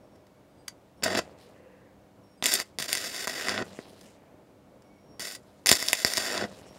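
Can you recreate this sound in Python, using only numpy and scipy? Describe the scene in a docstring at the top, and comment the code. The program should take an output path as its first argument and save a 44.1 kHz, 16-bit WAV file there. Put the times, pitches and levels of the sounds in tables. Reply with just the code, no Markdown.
"""Stick welding outdoors beside a sheet-metal hut. At first there are only faint whistles and scratches
over a distant rumble. At 1 s the arc strikes briefly: a swarm of tiny discharges rings the steelwork,
and drops of metal short the gap and burst with a pop. From 2.4 s, and again from 5.2 s, a brief run
leads into a longer one, whose sizzle sinks to a low sputter as the arc is drawn out until it breaks.
Ground, hut and hillside echo faintly throughout; after the last break the hot bead fizzes and fades."""
import sys
import numpy as np
from scipy import signal
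from scipy.fft import rfft, irfft
from scipy.io import wavfile
from scipy.ndimage import uniform_filter1d

SR = 44100
rng = np.random.default_rng(int(sys.argv[2]) if len(sys.argv) > 2 else 0)


def generate_wav(sig):
    """Save sig (samples, or channels by samples) to the path in sys.argv[1] as 16-bit PCM at SR."""
    pcm = np.round(np.clip(np.atleast_2d(sig).T, -1, 1) * 32767).astype(np.int16)
    wavfile.write(sys.argv[1], SR, pcm)


N = 298998
TIME = np.arange(N) / SR
FREQS = np.arange(4097) * SR / 8192

# Spectrum of the outdoor rumble and hiss. Each row: frequency in Hz, relative level in dB.
OUTDOOR_SPECTRUM = [(15, -63), (25, -22), (97, -4.5), (249, -8), (285, -4.5), (335, -8), (405, -7.5),
                    (439, -13), (489, -6), (1790, -26), (5430, -35), (16000, -42)]
# Distant machine tones. Each row: frequency in Hz, mean level in dB.
MACHINE_TONES = [(198, -64), (291, -67), (500, -74), (614, -67.5), (657, -79), (2240, -83)]
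# Faint ringing far off. Each row: start and length in seconds, centre and width in Hz, level in dB.
DISTANT_RINGS = [(1.399, 0.46, 504, 50, -60), (1.5, 0.37, 1810, 498, -69), (1.5, 0.27, 2640, 400, -75),
                 (4.1, 0.2, 2000, 898, -72.5), (4.796, 0.17, 2230, 60, -74)]
# Thin two-tone whistles. Each row: start and length in seconds, lower tone in Hz, its mean level in dB,
# relative level of the upper tone in dB.
WHISTLE_PAIRS = [(0, .21, 5530, -83, -15), (0.493, .18, 4840, -81, -2), (0.971, 0.046, 5470, -72, -1),
                 (2.232, 0.13, 5530, -74.5, -10.5), (2.37, .048, 4930, -70.5, 1.5),
                 (4.841, 0.185, 5590, -82, -8), (5.03, .17, 5580, -74, -16), (6.62, 0.17, 5580, -71, -24)]
# Modes of the steelwork. Each row: frequency in Hz, bandwidth in Hz, relative level in dB.
STEEL_MODES = [(203, 110, -10.5), (386, 200, -5.5), (655, 220, -4.5), (1064, 220, -7), (1488, 440, -4.5),
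               (2040, 320, -1), (2530, 190, -6.5), (2780, 550, -10), (3616, 385, -3.5), (4270, 260, -12),
               (4738, 380, -1), (5260, 380, 0), (6244, 250, -5), (7120, 520, -3), (8150, 330, -10),
               (8700, 230, -11.5), (8986, 220, -8.5), (9350, 340, -7), (9830, 270, -10),
               (10550, 380, -12.5), (11530, 300, -11.5), (12800, 940, -15.5), (13850, 520, -16),
               (15400, 880, -20.5)]
# Spells of fizzing slag. Each row: start in seconds, length in seconds, level in dB.
FIZZ_SPELLS = [(1.19, 0.018, -57), (1.373, 0.1, -63), (2.638, .02, -65), (3.634, 0.45, -57),
               (5.356, .28, -70), (6.44, 0.4, -58)]
# Spectra of the slag's fizz and the bead's seething. Each row: frequency in Hz, relative gain in dB.
FIZZ_SPECTRUM = [(710, -38), (1200, -7), (3220, -6.5), (3950, -2), (5840, -9), (7170, -6), (16000, -25)]
SEETHING_SPECTRUM = [(35, -48), (60, -18), (101, 0), (129, -13.5), (195, 1.5), (233, -9), (556, -5),
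                     (1370, -21.5), (3000, -26.5), (3900, -48), (6600, -120)]
# Rod scratches and slag ticks. Each row: start in seconds, relative level in dB, length in seconds.
ROD_SCRATCHES = [(0.153, -65.5, 0.011), (0.266, -59, 0.0044), (0.6793, -26, 0.0043), (4.01, -46, 0.0031),
                 (4.819, -58.5, 0.0041)]
# Large bursting drops. Each row: start in seconds, relative level in dB, weighting of the thud in dB.
DROP_POPS = [(1.0243, -38, -3), (1.0374, -18, -21), (1.157, -26, -5), (2.4249, -24, -11),
             (2.4408, -20, -21), (2.4576, -15, -24), (2.4639, -18.5, -25), (2.5385, -15, -28),
             (2.6003, -22, -19), (2.7866, -24, -12), (2.8244, -25, -18), (2.9293, -16, -21),
             (2.9518, -22, -20), (2.9727, -27, -14), (3.2725, -27.5, -4), (3.2774, -25, -12),
             (3.4843, -21, -12), (3.4936, -22, -17), (3.5778, -22.5, -13), (3.789, -41, -2),
             (5.196, -34, -7), (5.6605, -17, -19), (5.67, -15, -22), (5.6913, -10, -23), (5.6951, -13, -22),
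             (5.7148, -6, -12), (5.7271, -12, -18), (5.826, -23.5, -14), (5.8847, -16, -25),
             (5.9308, -11, -16), (6.0478, -11, -12), (6.1364, -21, -18), (6.1711, -19, -24),
             (6.1772, -20, -10), (6.1808, -22, -10), (6.3776, -24, -11)]
# Puffs of gas from the molten pool. Each row: start in seconds, relative level in dB.
GAS_PUFFS = [(2.8, -28.5), (3.612, -20.5), (3.788, -27.5), (3.93, -42), (6.422, -22.5), (6.454, -33)]
# Drops bridging the gap. Each row: start in seconds, length in seconds.
SHORT_CIRCUITS = [(1.022, 0.0097), (2.426, 0.0079), (2.861, 0.019), (3.254, 0.023), (5.777, 0.0062),
                  (5.914, 0.0047), (6.036, 0.017)]
# Flares as fresh coating burns. Each row: start in seconds, length in seconds, full gain in dB.
COATING_FLARES = [(1.031, 0.0078, 10), (1.163, 0.026, 4), (2.451, 0.11, 8), (2.783, 0.01, 2.5),
                  (2.877, 0.01, 1.5), (3.484, 0.063, 3), (5.656, 0.054, 8), (5.712, 0.034, 8),
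                  (6.04, 0.04, 5), (6.155, 0.11, 2.5)]
# Runs of the arc. Each row: strike and break in seconds, gain in dB, its fall in dB per second, extra
# crackle gain in dB, arc length (0-1) at the strike and at the break, level of the seething after in dB.
ARC_RUNS = [(1.024, 1.196, 2, -10.5, -2.5, 0.77, 0.8, -50.5), (2.425, 2.626, 2.5, 19, -1, 0.34, 0.3, -74),
            (2.787, 3.627, -0.9, -1, 0, 0.13, 0.95, -49.5), (5.195, 5.363, 0.8, 41, -1.5, 0.05, 0, -73),
            (5.659, 6.454, 1.06, -0.5, -1, 0, 0.93, -48.5)]

MAINS_HZ = 50
SIZZLE_DB, CRACKLE_DB, SPUTTER_DB = -37.5, -41, -48  # base levels of a tight arc
LONG_SIZZLE_DB, LONG_CRACKLE_DB, LONG_SPUTTER_DB = -1, 8, 16  # change at full length


def undb(db):
    """Amplitude grows tenfold for every 20 dB."""
    return 10 ** (np.asarray(db) / 20)


def unit(x):
    """Normalisation to an rms of 1."""
    return x / np.sqrt(np.mean(x ** 2))


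def band(x, lo_hz, hi_hz):
    """A band-pass filter attenuates what lies outside its two edges."""
    edges = [lo_hz, min(hi_hz, SR / 2 - 1000)]
    return signal.sosfilt(signal.butter(3, edges, "band", fs=SR, output="sos"), x)


def convolve(x, response):
    """A linear system answers every sample with its impulse response."""
    return signal.fftconvolve(x, response)[:N]


def add(track, s, sound):
    """Superposition: a sound adds to the track from s seconds on."""
    start = max(int(s * SR), 0)
    track[start:start + len(sound)] += sound[:max(N - start, 0)]


def walk(rate):
    """Smoothing rate random steps a second gives a drift with a spread near 1."""
    hold = int(SR / rate)
    steps = np.repeat(rng.standard_normal(N // hold + 1), hold)
    return 1.3 * uniform_filter1d(uniform_filter1d(steps, hold), hold)[:N]


def minimum_phase(gain):
    """Minimum phase gives the most compact causal response with this shape over FREQS; its energy is 1."""
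    cepstrum = irfft(np.log(gain + 1e-7))
    cepstrum[1:len(gain) - 1] *= 2
    cepstrum[len(gain):] = 0
    response = irfft(np.exp(rfft(cepstrum)))
    return response / np.linalg.norm(response)


def colour(x, points):
    """Spectral shaping by a curve of (Hz, dB) points, at rms 1."""
    hz, db = np.transpose(points)
    gain = undb(np.interp(np.log(FREQS + 1), np.log(hz), db))
    return unit(convolve(x, minimum_phase(gain)))


def gate(start, end, rise_s, fall_s):
    """An envelope with a linear rise from start and exponential decay after end."""
    shape = np.zeros(N)
    span = slice(max(int(start * SR), 0), int((end + 20 * fall_s) * SR))
    rise = np.clip((TIME[span] - start) / rise_s, 0, 1)
    shape[span] = rise * np.exp(-np.maximum(TIME[span] - end, 0) / fall_s)
    return shape


def shot_noise(rate, spread_db):
    """A Poisson process of rate clicks a second, many small and a few large."""
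    size = undb(spread_db * np.minimum(rng.exponential(size=N), 5))
    return unit((rng.random(N) < rate / SR) * size * np.sign(rng.standard_normal(N)))


def outdoors(air_db=-57.5, waver_db=1.84):
    """Random modulation makes a distant rumble and machine tones waver under a steady hiss."""
    air = colour(rng.standard_normal(N), OUTDOOR_SPECTRUM) * undb(air_db)
    rumble = signal.sosfiltfilt(signal.butter(2, 1200, "low", fs=SR, output="sos"), air)
    wavering = rumble * (undb(waver_db * walk(23)) - 1)
    tones = sum(undb(db + 1.6 * walk(1.8)) * np.sin(2 * np.pi * np.cumsum(hz + 5 * walk(35)) / SR)
                for hz, db in MACHINE_TONES)
    return air + wavering + tones


def far_rings():
    """Noise confined to a narrow band is heard as ringing; it swells and fades in the distance."""
    noise = rng.standard_normal(N)
    return sum(undb(db) * gate(s, s + length, rise_s=.07, fall_s=.06)
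               * unit(band(noise, max(hz - width / 2, 50), hz + width / 2))
               for s, length, hz, width, db in DISTANT_RINGS)


def whistles(flutter_db=4.5, waver_hz=9, upper_ratio=1.725):
    """Inharmonic pairs of high tones, modulated in level and pitch, come and go between the runs."""
    track = np.zeros(N)
    for s, length, hz, db, upper_db in WHISTLE_PAIRS:
        phase = 2 * np.pi * np.cumsum(hz + waver_hz * walk(60)) / SR
        pair = np.sqrt(2) * (np.sin(phase) + undb(upper_db) * np.sin(upper_ratio * phase))
        track += undb(db + flutter_db * walk(32)) * gate(s, s + length, 0.0069, 0.0053) * pair
    return track


def hillside(x, near_db=-16, far_db=-31):
    """Reflection adds quick echoes off ground and hut, then a weak dull wash from the trees."""
    t = TIME[:SR]
    near = band(rng.standard_normal(SR), 60, 11000) * np.exp(-t / .015) * (t > .004)
    far = band(rng.standard_normal(SR), 100, 3000) * np.exp(-t / .022) * (t > .02)
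    echoes = undb(near_db) * near / np.linalg.norm(near) + undb(far_db) * far / np.linalg.norm(far)
    return x + convolve(x, echoes)


def steelwork(base_db=-17, scatter_db=-10.5):
    """Impulse response of the steel: broad resonances, then a few ms of scatter from nearby sheets."""
    power = undb(base_db) ** 2 / (1 + (FREQS / 9000) ** 2)
    for hz, width, db in STEEL_MODES:
        power = power + undb(db) ** 2 / (1 + ((FREQS - hz) / width * 1.364) ** 2) ** 2
    direct = minimum_phase(np.sqrt(power))
    t = TIME[:len(direct)]
    scatter = rng.standard_normal(len(t)) * np.exp(-t / .005) * (t > .0008)
    scatter /= np.linalg.norm(scatter)
    return direct + undb(scatter_db) * signal.fftconvolve(direct, scatter)[:len(t)]


def bead(flicker_db=2.5, sag_db_per_s=11):
    """Shot noise from the hot bead: after the arc breaks, slag fizzes over a low, fading seething."""
    fizz_gain = sum(undb(db - sag_db_per_s * np.maximum(TIME - s, 0))
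                    * gate(s, s + length, rise_s=0.0094, fall_s=0.063) for s, length, db in FIZZ_SPELLS)
    seething_gain = sum(undb(db) * gate(end, end, rise_s=0.04, fall_s=0.38)
                        for _, end, *_, db in ARC_RUNS)
    ticks = shot_noise(rate=2500, spread_db=3.0)
    edges = np.geomspace(1000, 16000, 6)  # five bands, each with its own flicker
    fizz = sum(band(ticks, lo, hi) * undb(flicker_db * walk(45)) for lo, hi in zip(edges, edges[1:]))
    seething = colour(shot_noise(rate=1700, spread_db=4.0), SEETHING_SPECTRUM)
    return fizz_gain * colour(fizz, FIZZ_SPECTRUM) + seething_gain * seething


def scratches(steel, body_db=-1):
    """Friction of the rod and ticks of shrinking slag excite the steel with brief noise."""
    envelope = sum(undb(db) * gate(s, s + length, 0.0035, 0.00044) for s, db, length in ROD_SCRATCHES)
    scrape = band(envelope * rng.standard_normal(N), 1160, 21000)
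    body = band(envelope * rng.standard_normal(N), 1000, 2140)
    return convolve(scrape + undb(body_db) * body, steel)


def burst(steel, length_s, lo_hz, hi_hz):
    """Impulsive excitation: a noisy push rings the steel, with the energy of 2 ms at rms 1."""
    t = TIME[:SR // 20]
    push = rng.standard_normal(len(t)) * np.sin(np.pi * np.minimum(t / length_s, 1))
    sound = signal.fftconvolve(band(push, lo_hz, hi_hz), steel)
    return sound / np.linalg.norm(sound) * np.sqrt(.002 * SR)


def spatter(steel, sizzle_gain, arc_length, per_s=20, gain_db=8.5):
    """Small drops snap as a Poisson process, loudest while the arc is tight."""
    clicks = (rng.random(N) < per_s / SR) * rng.uniform(0.36, 1, N) * sizzle_gain * (1 - arc_length)
    return undb(gain_db) * convolve(clicks, burst(steel, length_s=0.00023, lo_hz=586, hi_hz=15000))


def drops(steel, arc_length, crack_db=0.3, thud_db=3.5, puff_db=-3):
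    """Pressure pulses ring the steel: each drop bursts with a crack and a thud of gas; the pool puffs."""
    track = np.zeros(N)
    for s, db, thud_weight_db in DROP_POPS:
        dull_octaves = 3.8 * arc_length[int(s * SR)] ** 3  # a long arc dulls the crack
        thin_octaves = 0.16 * max(-thud_weight_db - 16, 0)  # a weak thud goes with a thin crack
        top_hz = max(17000 / 2 ** dull_octaves, 3000)
        bottom_hz = min(1050 * 2 ** thin_octaves, top_hz / 2)
        crack = burst(steel, length_s=0.001, lo_hz=bottom_hz, hi_hz=top_hz)
        thud = burst(steel, length_s=0.0014, lo_hz=55.6, hi_hz=980)
        add(track, s, undb(db + crack_db) * crack + undb(db + thud_weight_db + thud_db) * thud)
    for s, db in GAS_PUFFS:
        add(track, s, undb(db + puff_db) * burst(steel, length_s=0.003, lo_hz=128, hi_hz=574))
    return track


def hum(first_db=-6.5, second_db=-2.0, wobble_rad=0.78):
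    """The arc column swells twice per mains cycle, a little unevenly, and radiates two harmonics."""
    phase = 2 * np.pi * 2 * MAINS_HZ * TIME + wobble_rad * walk(25)
    return undb(first_db) * np.sin(phase) + undb(second_db) * np.sin(2 * phase)


def discharges(flicker_db=2.5, ripple=0.2, short_db=-14):
    """Flickering shot noise, modulated by the current's ripple, dips while a drop shorts the gap."""
    current = 1 + ripple * np.sin(2 * np.pi * 2 * MAINS_HZ * TIME)
    clicks = shot_noise(rate=9000, spread_db=3.5) * current * undb(flicker_db * walk(300))
    shorted = sum(gate(s, s + length, 0.0036, 0.0007) for s, length in SHORT_CIRCUITS)
    return clicks * undb(short_db * shorted)


def arc_state(draw_power=3.28, tighten_per_db=0.43):
    """Arc length (0 tight, 1 fully drawn out) and flares govern the gains of sizzle, crackle, sputter."""
    strength, crackling, length = np.zeros((3, N))
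    for start, end, db, sag, crackle_db, first, last, _ in ARC_RUNS:
        progress = np.clip((TIME - start) / (end - start), 0, 1)
        burning = undb(db - sag * progress * (end - start)) * gate(start, end, 0.00064, 0.0042)
        strength += burning
        crackling += burning * undb(crackle_db)
        gap = first + (last - first) * progress ** draw_power  # the rod is held, then moved ever faster
        length = np.where(TIME >= start, np.clip(gap, 0, 1), length)
    flare_db = sum(db * gate(s, s + hold, rise_s=0.01, fall_s=0.015) for s, hold, db in COATING_FLARES)
    length *= np.clip(2.5 - tighten_per_db * flare_db, 0, 1)  # a flaring arc burns tighter
    starve_db = -9.5 * length ** 5.1  # sizzle and crackle give out just before a long arc breaks
    sizzle = strength * undb(SIZZLE_DB + LONG_SIZZLE_DB * length ** 2 + flare_db + starve_db)
    crackle = crackling * undb(CRACKLE_DB + LONG_CRACKLE_DB * length + flare_db + starve_db)
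    sputter = strength * undb(SPUTTER_DB + LONG_SPUTTER_DB * length + 0.95 * flare_db)
    return sizzle, crackle, sputter, length


def arc(steel, sizzle_gain, crackle_gain, sputter_gain, length, dull_db=16, rasp_db=-1, sputter_db=-1.5):
    """Source and filter: discharges ring the steel; a long arc rasps, sputters, hums and loses treble."""
    ring = convolve(discharges(), steel)
    sizzle = unit(band(ring, 3100, 18000))
    treble = signal.sosfiltfilt(signal.butter(2, 7200, "high", fs=SR, output="sos"), sizzle)
    sizzle += treble * (undb(-dull_db * length ** 2) - 1)
    rasp = undb(rasp_db) * length * unit(band(ring, 1350, 2100))
    crackle = unit(band(ring, 1400, 3100)) + rasp
    sputter = undb(sputter_db) * unit(band(ring, 220, 740)) + length ** 2 * hum()
    return sizzle_gain * sizzle + crackle_gain * crackle + sputter_gain * sputter


def scene():
    """Superposition in one channel: the weld and its echoes over the whistles and distant sounds."""
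    steel = steelwork()
    sizzle_gain, crackle_gain, sputter_gain, length = arc_state()
    weld = arc(steel, sizzle_gain, crackle_gain, sputter_gain, length)
    weld += drops(steel, length) + spatter(steel, sizzle_gain, length) + scratches(steel) + bead()
    return (hillside(weld) + whistles() + outdoors() + far_rings())[None]


def record(dry):
    """Clipping limits peaks at full scale; a low-pass filter then cuts the highest treble."""
    low_pass = signal.ellip(10, .2, 60, 15750, fs=SR, output="sos")
    return signal.sosfilt(low_pass, np.clip(dry, -1, 1))


dry = scene()
out = record(dry)
generate_wav(out)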